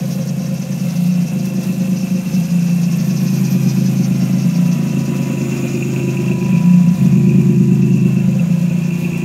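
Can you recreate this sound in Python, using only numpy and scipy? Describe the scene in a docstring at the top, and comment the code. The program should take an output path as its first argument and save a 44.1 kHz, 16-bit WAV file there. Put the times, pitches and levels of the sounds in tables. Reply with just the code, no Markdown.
"""On a country road a turbocharged V6 idles, surging about every two seconds, while the microphone is
carried along its side and round behind the two tailpipes. Uneven firings ring the exhaust pipes, puff
out gas and shake a loose heat shield. The drive belt swishes, the engine bay and air intake hiss, and
the fuel pump whines. A breeze rumbles on the microphone; shoes scuff and tick on grit."""
import sys
import numpy as np
from scipy import signal
from scipy.fft import rfft, irfft, next_fast_len
from scipy.io import wavfile
from scipy.ndimage import uniform_filter1d, minimum_filter1d

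SR = 44100
rng = np.random.default_rng(int(sys.argv[2]) if len(sys.argv) > 2 else 0)


def digitize_waveform(pressure):
    """Quantize a signal to 16-bit integers and store it at the path in sys.argv[1].

    Rows of a 2-D input are taken as channels; values are limited to [-1, 1].
    """
    field = np.atleast_2d(pressure).T
    bounded = np.clip(field, -1, 1)
    quanta = np.round(bounded * 32767).astype(np.int16)
    wavfile.write(sys.argv[1], SR, quanta)


N = 407484
TIME = np.arange(N) / SR


def undb(db):
    """Turn decibels into a number to multiply by."""
    return 10 ** (np.asarray(db) / 20)


def curves(table):
    """Join a table's timed points with straight lines, one curve per value column."""
    times, *columns = np.transpose(table)
    return [np.interp(TIME, times, column) for column in columns]


def unit(x):
    """Scale a signal so its typical swing is 1."""
    return x / np.std(x)


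def even(x):
    """Even out slow changes in loudness but keep the quick beat."""
    power = uniform_filter1d(uniform_filter1d(x ** 2, size=9800), size=4900)
    return x / np.sqrt(power + 1e-18)


def wander(rate_hz):
    """A smooth random wobble, about 1 in size."""
    hold = int(SR / rate_hz)
    steps = np.repeat(rng.standard_normal(N // hold + 1), hold)
    return 1.3 * uniform_filter1d(steps, hold)[:N]


def ring(x, notes, low_hz, high_hz):
    """Ring notes given as (pitch Hz, width Hz, dB), keeping the band from low_hz to high_hz."""
    ringing = sum(undb(db) * signal.lfilter(*signal.iirpeak(hz, hz / width, fs=SR), x)
                  for hz, width, db in notes)
    return signal.sosfilt(signal.butter(4, [low_hz, high_hz], "band", fs=SR, output="sos"), ringing)


def noise(colour):
    """Noise whose tone follows a list of (Hz, dB) points."""
    hz, db = np.transpose(colour)
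    size = next_fast_len(N)
    freqs = np.maximum(np.fft.rfftfreq(size, 1 / SR), 1)
    shape = undb(np.interp(np.log(freqs), np.log(hz), db))
    return unit(irfft(rfft(rng.standard_normal(size)) * shape, size)[:N])


def fade(pulses, decay_s):
    """Jump up at each pulse, then die away."""
    return signal.lfilter([1], [1, -np.exp(-1 / (decay_s * SR))], pulses)


def taps(rows, decay_s):
    """One fading jump for each (seconds, dB) row."""
    hits = np.zeros(N)
    for start, db in rows:
        hits[int(start * SR)] = undb(db)
    return fade(hits, decay_s)


# Engine surges. Each row: start in seconds, length in seconds, rise in firing rate in Hz
# (short surges stop before reaching it), sag beforehand in Hz.
SURGES = [(.812, .542, 7.236, -.282), (2.222, .869, 2.879, 2.48), (4.328, .539, 5.562, 2.193),
          (6.449, .522, 6.671, 2.264), (8.229, 1.4, 2.925, 2.361)]
IDLE_FIRING_HZ = 55.135
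def governor(sag_s=1.553, rise_s=.319, fall_s=.307):
    """The idle sinks until the speed control catches it. Gives firing rate and its surge part in Hz."""
    surge = sag = 0
    for start, length, rise_hz, sag_hz in SURGES:
        age = TIME - start
        surge += rise_hz * np.clip(np.minimum(age / rise_s, (length - age) / fall_s), 0, 1)
        sag += sag_hz * np.interp(age, [-sag_s, 0, rise_s], [0, 1, 0])
    return IDLE_FIRING_HZ - sag + surge, surge


# The six cylinders in firing order. Each entry: strength in dB.
CYLINDER_DB = [6, 0.5, 6, -19, 7.5, 5]
# One bank (row of cylinders) feeds its pipe on every other firing. Each entry: strength in dB.
ONE_BANK_DB = [-2, -20]
BANK_LEAD = 0.2777  # the second bank is early by this share of the gap between firings
def fire(firings, scatter_db, jitter, cylinders=CYLINDER_DB):
    """One pulse per firing; the cylinders differ, and no two burns are alike."""
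    number = np.arange(int(firings[-1]))
    timing_luck, size_luck = rng.standard_normal((len(number), 2)).T
    due = number - BANK_LEAD * (number % 2) + jitter * timing_luck
    sample = np.interp(due, firings, np.arange(N))
    size = undb(np.asarray(cylinders)[number % len(cylinders)] + scatter_db * size_luck)
    return np.bincount(sample.astype(int), size, N)


# The exhaust's deep notes. Each row: pitch in Hz, width in Hz, relative level in dB.
HUM_NOTES = [(132.5, 8.7, 0), (146.4, 7.6, -7.5)]
def pipe_hum(bank, push):
    """One bank's pipe rings with a deep hum."""
    return even(ring(unit(bank) + .1 * push, HUM_NOTES, low_hz=128, high_hz=160.9))


# Notes of the exhaust's boom and of the gap between the car's floor and the road.
# Each row: pitch in Hz, width in Hz, relative level in dB.
BOOM_NOTES = [(181.3, 10.1, 1), (187.3, 3.6, -35)]
UNDERFLOOR_NOTES = [(183.4, 33.4, 0)]
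# The walk round the tail. Each row: time in seconds, how far round from 0 to 1.
BEHIND = [(4.4, 0.19), (5.8, 0.51)]
def pipe_boom(push, gas):
    """Firings boom: rounded by the ringing gap under the car, short thumps straight behind the pipes."""
    direct = even(ring(push + .1 * gas, BOOM_NOTES, low_hz=140, high_hz=235))
    rounded = even(ring(direct, UNDERFLOOR_NOTES, low_hz=60, high_hz=540))
    thumps = even(ring(push, [(186, 38, 0)], low_hz=125, high_hz=248))
    facing = np.interp(TIME, [6.9, 7.05, 8.25, 8.45], [.15, .85, .85, .15])
    from_rear = facing * thumps + (1 - facing) * direct
    behind = curves(BEHIND)[0]
    return even(behind * from_rear + (1 - behind) * rounded)


# The higher pipe notes. Each row: pitch in Hz, width in Hz, relative level in dB.
RASP_NOTES = [(530.3, 18.5, 9), (610, 29, -16), (685, 17.5, -4)]
# Their loudness along the walk. Each row: time in seconds, relative level in dB.
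RASP_LEVELS = [(0, -30), (1, -34.5), (1.9, -33), (3.3, -38.5), (3.8, -37), (6.5, -36), (7.35, -40),
               (7.8, -46.5), (8.4, -31.5), (9.24, -41.5)]
def pipe_rasp(push, gas, surge_hz):
    """Swirling gas rings the higher pipe notes, which weaken during a surge."""
    rasp = even(ring(push + 1.44 * gas, RASP_NOTES, low_hz=393, high_hz=850))
    return rasp * undb(curves(RASP_LEVELS)[0] - 4 - .5 * surge_hz)


def pipe_thud(push):
    """The bare pulses leave the pipes as a soft thud, plainest from behind."""
    thud = even(ring(push, [(51, 14, -8), (85, 9, -8), (106.6, 6.9, 8)], low_hz=41, high_hz=123))
    return thud * undb(np.interp(TIME, [1, 2.2, 4, 6.5, 7.5, 9], [-44.5, -45.5, -48, -37.5, -36.5, -39]))


# Notes of the tailpipe's body and its open end's bark.
# Each row: pitch in Hz, width in Hz, relative level in dB.
BODY_NOTES = [(235.3, 30, -13.5), (234.9, 7.3, -6), (267.2, 37, -8.5)]
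BARK_NOTES = [(340, 24, -1), (351.8, 13.8, 19), (354, 16, -29)]
# The exhaust along the walk. Each row: time in seconds, then hum, boom, body and bark in relative dB.
EXHAUST_LEVELS = [(0, -22, -20.5, -30, -42), (.7, -22.5, -20.5, -30, -43.5), (1.1, -21.5, -19.5, -27, -41),
                  (1.55, -23, -17, -26.5, -34), (2.25, -28.5, -16, -26.5, -39),
                  (2.8, -22.5, -17, -29, -37.5), (3.65, -15.5, -15.5, -23.5, -33),
                  (4.35, -18, -16.5, -20.5, -36.5), (4.9, -19, -19, -19, -33), (5.7, -20, -26, -19, -26.5),
                  (6.08, -17, -23, -22.5, -25), (6.4, -17.5, -16, -25, -26), (6.92, -19, -12, -25, -39.5),
                  (7.04, -11, -12, -21.5, -32), (7.35, -11.5, -12.5, -19, -24),
                  (8.02, -13.5, -14.5, -19, -27.5), (8.45, -18, -16, -32, -36.5),
                  (9.24, -23.5, -24, -22.5, -25)]
# The idle stumbles. Each row: time in seconds, dip of the hum and boom in dB.
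STUMBLES = [(.66, 8), (1.29, 4), (1.5, 7), (1.62, 6), (1.73, 3.5), (2.069, 6), (2.244, 10.5), (2.48, 6),
            (6.4, 8), (6.97, 10.5)]
def exhaust(pulses, bank, surge_hz):
    """Firings ring the pipes, and the puff of gas behind each one roughens the sound."""
    push = unit(pulses)
    gas = unit(fade(pulses, decay_s=.016) * rng.standard_normal(N))
    rough_push = push + .35 * gas
    hum_db, boom_db, body_db, bark_db = curves(EXHAUST_LEVELS)
    # a surge pulls the firings into tune with the boom and out of tune with the body and bark
    hum = pipe_hum(bank, push) * undb(hum_db - 2 + .01 * surge_hz)
    boom = pipe_boom(push, gas) * undb(boom_db + .5 + .97 * surge_hz)
    body = even(ring(rough_push, BODY_NOTES, low_hz=198, high_hz=295))
    body *= undb(body_db - 4.5 - .43 * surge_hz)
    bark = even(ring(rough_push, BARK_NOTES, low_hz=285, high_hz=398))
    bark *= undb(bark_db - 1.32 * surge_hz)
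    dip_db = sum(db * np.exp(-((TIME - time) / .025) ** 2) for time, db in STUMBLES)
    throb = (hum + boom) * undb(-dip_db) + (body + bark) * undb(-.3 * dip_db)
    return throb + pipe_rasp(push, gas, surge_hz) + pipe_thud(push)


# The shield's two notes. Each row: pitch in Hz, width in Hz, a gain in dB that is evened out again.
SHIELD_NOTES = [(2486, 126, 0), (2660, 94, 6.5)]
# Their loudness along the walk. Each row: time in seconds, then lower and upper note in relative dB.
SHIELD_LEVELS = [(0, -49, -48.5), (1, -63, -40.5), (2.85, -47, -38.5), (3.55, -37.5, -50), (4.8, -54, -38),
                 (5.7, -34.5, -36.5), (6.201, -38.5, -34), (6.5, -34, -38), (6.9, -45, -42),
                 (7.35, -34.5, -50), (7.95, -59, -34.5), (8.7, -41, -41), (9.1, -35, -34.5)]
# The hardest chinks. Each row: start in seconds, relative strength in dB.
CHINKS = [(5.823, 10), (6.167, 8), (6.278, 6), (6.314, 8), (6.549, 7), (6.578, 9), (7.29, 7), (9.043, 10)]
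def heat_shield(firings):
    """Firings shake a thin, loose shield into a buzz; its two notes spread in different directions."""
    jolts = unit(fade(fire(firings, scatter_db=3.5, jitter=.12), decay_s=.009))
    shake = 1 + .45 * jolts + 2.8 * taps(CHINKS, decay_s=.0045)
    rattle = shake * rng.standard_normal(N)
    return sum(even(ring(rattle, [note], low_hz=2303, high_hz=2814)) * undb(db - 3)
               for note, db in zip(SHIELD_NOTES, curves(SHIELD_LEVELS)))


# Echoes off the road and the car's underside. Each row: delay in seconds, share of the direct sound.
ECHOES = [(.0013, 0.17), (.0029, 0.21), (.0052, 0.27)]
def bounce(x, drift=.0576):
    """Short echoes colour the sound; their paths shift as the microphone moves."""
    echoes = sum(gain * np.interp(TIME - delay * (1 + drift * wander(1.5)), TIME, x)
                 for delay, gain in ECHOES)
    return unit(x + echoes)


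# One lap of the belt. Each row: share of the lap from 0 to 1, relative level in dB.
BELT_LAP = [(0, -7), (.15, -8), (.33, 0.5), (.5, -7.5), (.7, 1.5), (.87, -4.5)]
# The belt's tone. Each row: frequency in Hz, relative level in dB.
BELT_COLOUR = [(3500, -3), (4600, 6), (5500, 11.5), (6200, 13), (6900, 1.5), (8000, -29), (10500, -26),
               (12700, -24), (16000, -28)]
# The car's front along the walk. Each row: time in seconds, then belt, bay and intake in relative dB.
FRONT_LEVELS = [(0, -41, -47.5, -42.5), (2.3, -41, -46, -41), (3.5, -37, -44.5, -39.5),
                (5.6, -44.5, -43, -44), (6.6, -47, -45, -44), (7.7, -50, -47.5, -46.5),
                (9.24, -49, -45, -45)]
def drive_belt(firings, laps_per_cycle=.6375):
    """Worn-smooth stretches of the belt swish over the pulleys on every lap."""
    lap = firings / len(CYLINDER_DB) * laps_per_cycle % 1
    swish = undb(np.interp(lap, *np.transpose(BELT_LAP), period=1) + 1.7 * wander(49))
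    return bounce(bounce(swish * noise(BELT_COLOUR))) * undb(curves(FRONT_LEVELS)[0])


# The engine bay's tone. Each row: frequency in Hz, relative level in dB.
BAY_COLOUR = [(300, 2), (450, 11), (700, 9.5), (860, 3), (1050, 6), (1300, 2.5), (1440, 2), (1560, 0.5),
              (1850, 1), (2100, 2.5), (3100, -1), (3900, -7), (5000, -38), (8000, -14.5)]
def engine_bay():
    """The fan and valves make a rushing sound that comes out from under the car."""
    return bounce(noise(BAY_COLOUR), drift=.083) * undb(curves(FRONT_LEVELS)[1] + 7 + wander(25))


# The intake's tone from beside and behind the car. Each row: frequency in Hz, relative level in dB.
INTAKE_BESIDE = [(2500, 2), (4000, 9), (5500, -5), (6800, 5.5), (7800, 8), (9300, 11), (10400, 7),
                 (12600, 12.5), (14500, 8), (16000, -70)]
INTAKE_BEHIND = [(2500, -10), (4000, 15.5), (5500, 14.5), (6900, 24.5), (7800, 14.5), (9000, 9.5),
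                 (10600, -46.5), (12500, -5), (14500, -18), (16000, -69)]
def air_intake(firings):
    """Air hisses into the engine; the treble spits with each firing and swells once a crankshaft turn."""
    behind = curves(BEHIND)[0]
    side = np.sqrt(1 - behind) * noise(INTAKE_BESIDE) * undb(-1)
    rear = np.sqrt(behind) * noise(INTAKE_BEHIND) * undb(4)
    hiss = bounce(side + rear)
    low = signal.sosfiltfilt(signal.butter(2, 7500, fs=SR, output="sos"), hiss)
    spit_db = 6 * (.5 - firings % 1)
    turn_db = 1.3 * np.cos(2 * np.pi * firings / (len(CYLINDER_DB) / 2))
    treble = (hiss - low) * undb(spit_db + turn_db + 1.2 * wander(45))
    return (low * undb(.4 * spit_db) + treble) * undb(curves(FRONT_LEVELS)[2])


# The breeze's tone. Each row: frequency in Hz, relative level in dB.
BREEZE_COLOUR = [(20, -11), (40, -7), (60, 5), (90, 20), (130, 0), (300, -26)]
def breeze():
    """Light air rumbles on the microphone, with one short gust."""
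    gust_db = 15 * np.exp(-((TIME - 7.41) / .024) ** 2)
    return noise(BREEZE_COLOUR) * undb(np.interp(TIME, [2, 5], [-53, -47.5]) + wander(4) + gust_db)


# Soles dragging on concrete. Each row: loudest moment in seconds, level in dB.
SCUFFS = [(.12, -42), (.85, -44), (1.03, -40.5), (1.7, -42), (2.34, -41), (7.0, -44), (8.602, -47),
          (9.02, -43)]
# A scuff's tone. Each row: frequency in Hz, relative level in dB.
SCUFF_COLOUR = [(1500, -8), (4000, 5.5), (8000, -4), (13000, 3), (16000, -5)]
def shoe_scuffs(swell_s=.084):
    """Each dragged step swells and fades as a short, grainy hiss."""
    swell = sum(undb(db) * np.exp(-((TIME - time) / swell_s) ** 2) for time, db in SCUFFS)
    return swell * noise(SCUFF_COLOUR) * undb(1.8 * wander(120))


# Grit underfoot. Each row: start in seconds, level in dB.
GRIT_TICKS = [(1.453, -33), (1.632, -34), (9.175, -36)]
def grit():
    """Small stones tick under the shoes."""
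    return taps(GRIT_TICKS, decay_s=.015) * noise([(500, -15), (3000, 0), (14000, -1)])


def sizzle():
    """A thin, flickering high sizzle swells and fades around 3.45 s."""
    passing = np.exp(-((TIME - 3.45) / .5) ** 2)
    hiss = bounce(noise([(11000, -25), (12700, -2), (15500, -22)]))
    return passing * hiss * undb(-44 + 3.1 * wander(40))


# The fuel pump along the walk. Each row: time in seconds, level in dB.
PUMP_LEVELS = [(3, -68), (3.5, -49), (4.3, -67), (4.55, -48.5), (5.3, -43), (5.75, -58), (6.2, -42.5),
               (6.65, -38), (7.1, -47), (8.4, -52.5), (9.24, -48)]
def fuel_pump(pitch_hz=985.1):
    """The pump under the tail whines on one steady note, heard mostly from the rear."""
    waver = 1 + .0006 * wander(9)
    phase = 2 * np.pi * np.cumsum(pitch_hz * waver) / SR
    return np.sqrt(2) * np.sin(phase) * undb(curves(PUMP_LEVELS)[0])


def tailpipe_hiss():
    """Gas leaving the near tailpipe hisses as the microphone rounds the rear corner."""
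    passing = np.exp(-((TIME - 5.65) / .5) ** 2)
    return passing * noise([(5800, -25), (6900, -2), (7800, -23)]) * undb(-41)


def scene():
    """One running count of firings drives exhaust, shield, belt and intake; the rest is added on top."""
    firing_hz, surge_hz = governor()
    firings = np.cumsum(firing_hz) / SR
    pulses = fire(firings, scatter_db=1, jitter=.006)
    bank = fire(firings, scatter_db=1.5, jitter=.0087, cylinders=ONE_BANK_DB)
    car = exhaust(pulses, bank, surge_hz) + heat_shield(firings)
    car += drive_belt(firings) + engine_bay() + air_intake(firings)
    car += sizzle() + tailpipe_hiss() + fuel_pump()
    return (car + grit() + shoe_scuffs() + breeze())[None]


def record(dry, top_hz=15650):
    """A limiter turns the strongest throbs down to full scale, and the highest treble is cut."""
    allowed = 1 / np.maximum(np.abs(dry), 1)
    gain = uniform_filter1d(minimum_filter1d(allowed, size=801), size=801)
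    return signal.sosfilt(signal.ellip(10, .2, 80, top_hz, fs=SR, output="sos"), dry * gain)


dry = scene()
out = record(dry)
digitize_waveform(out)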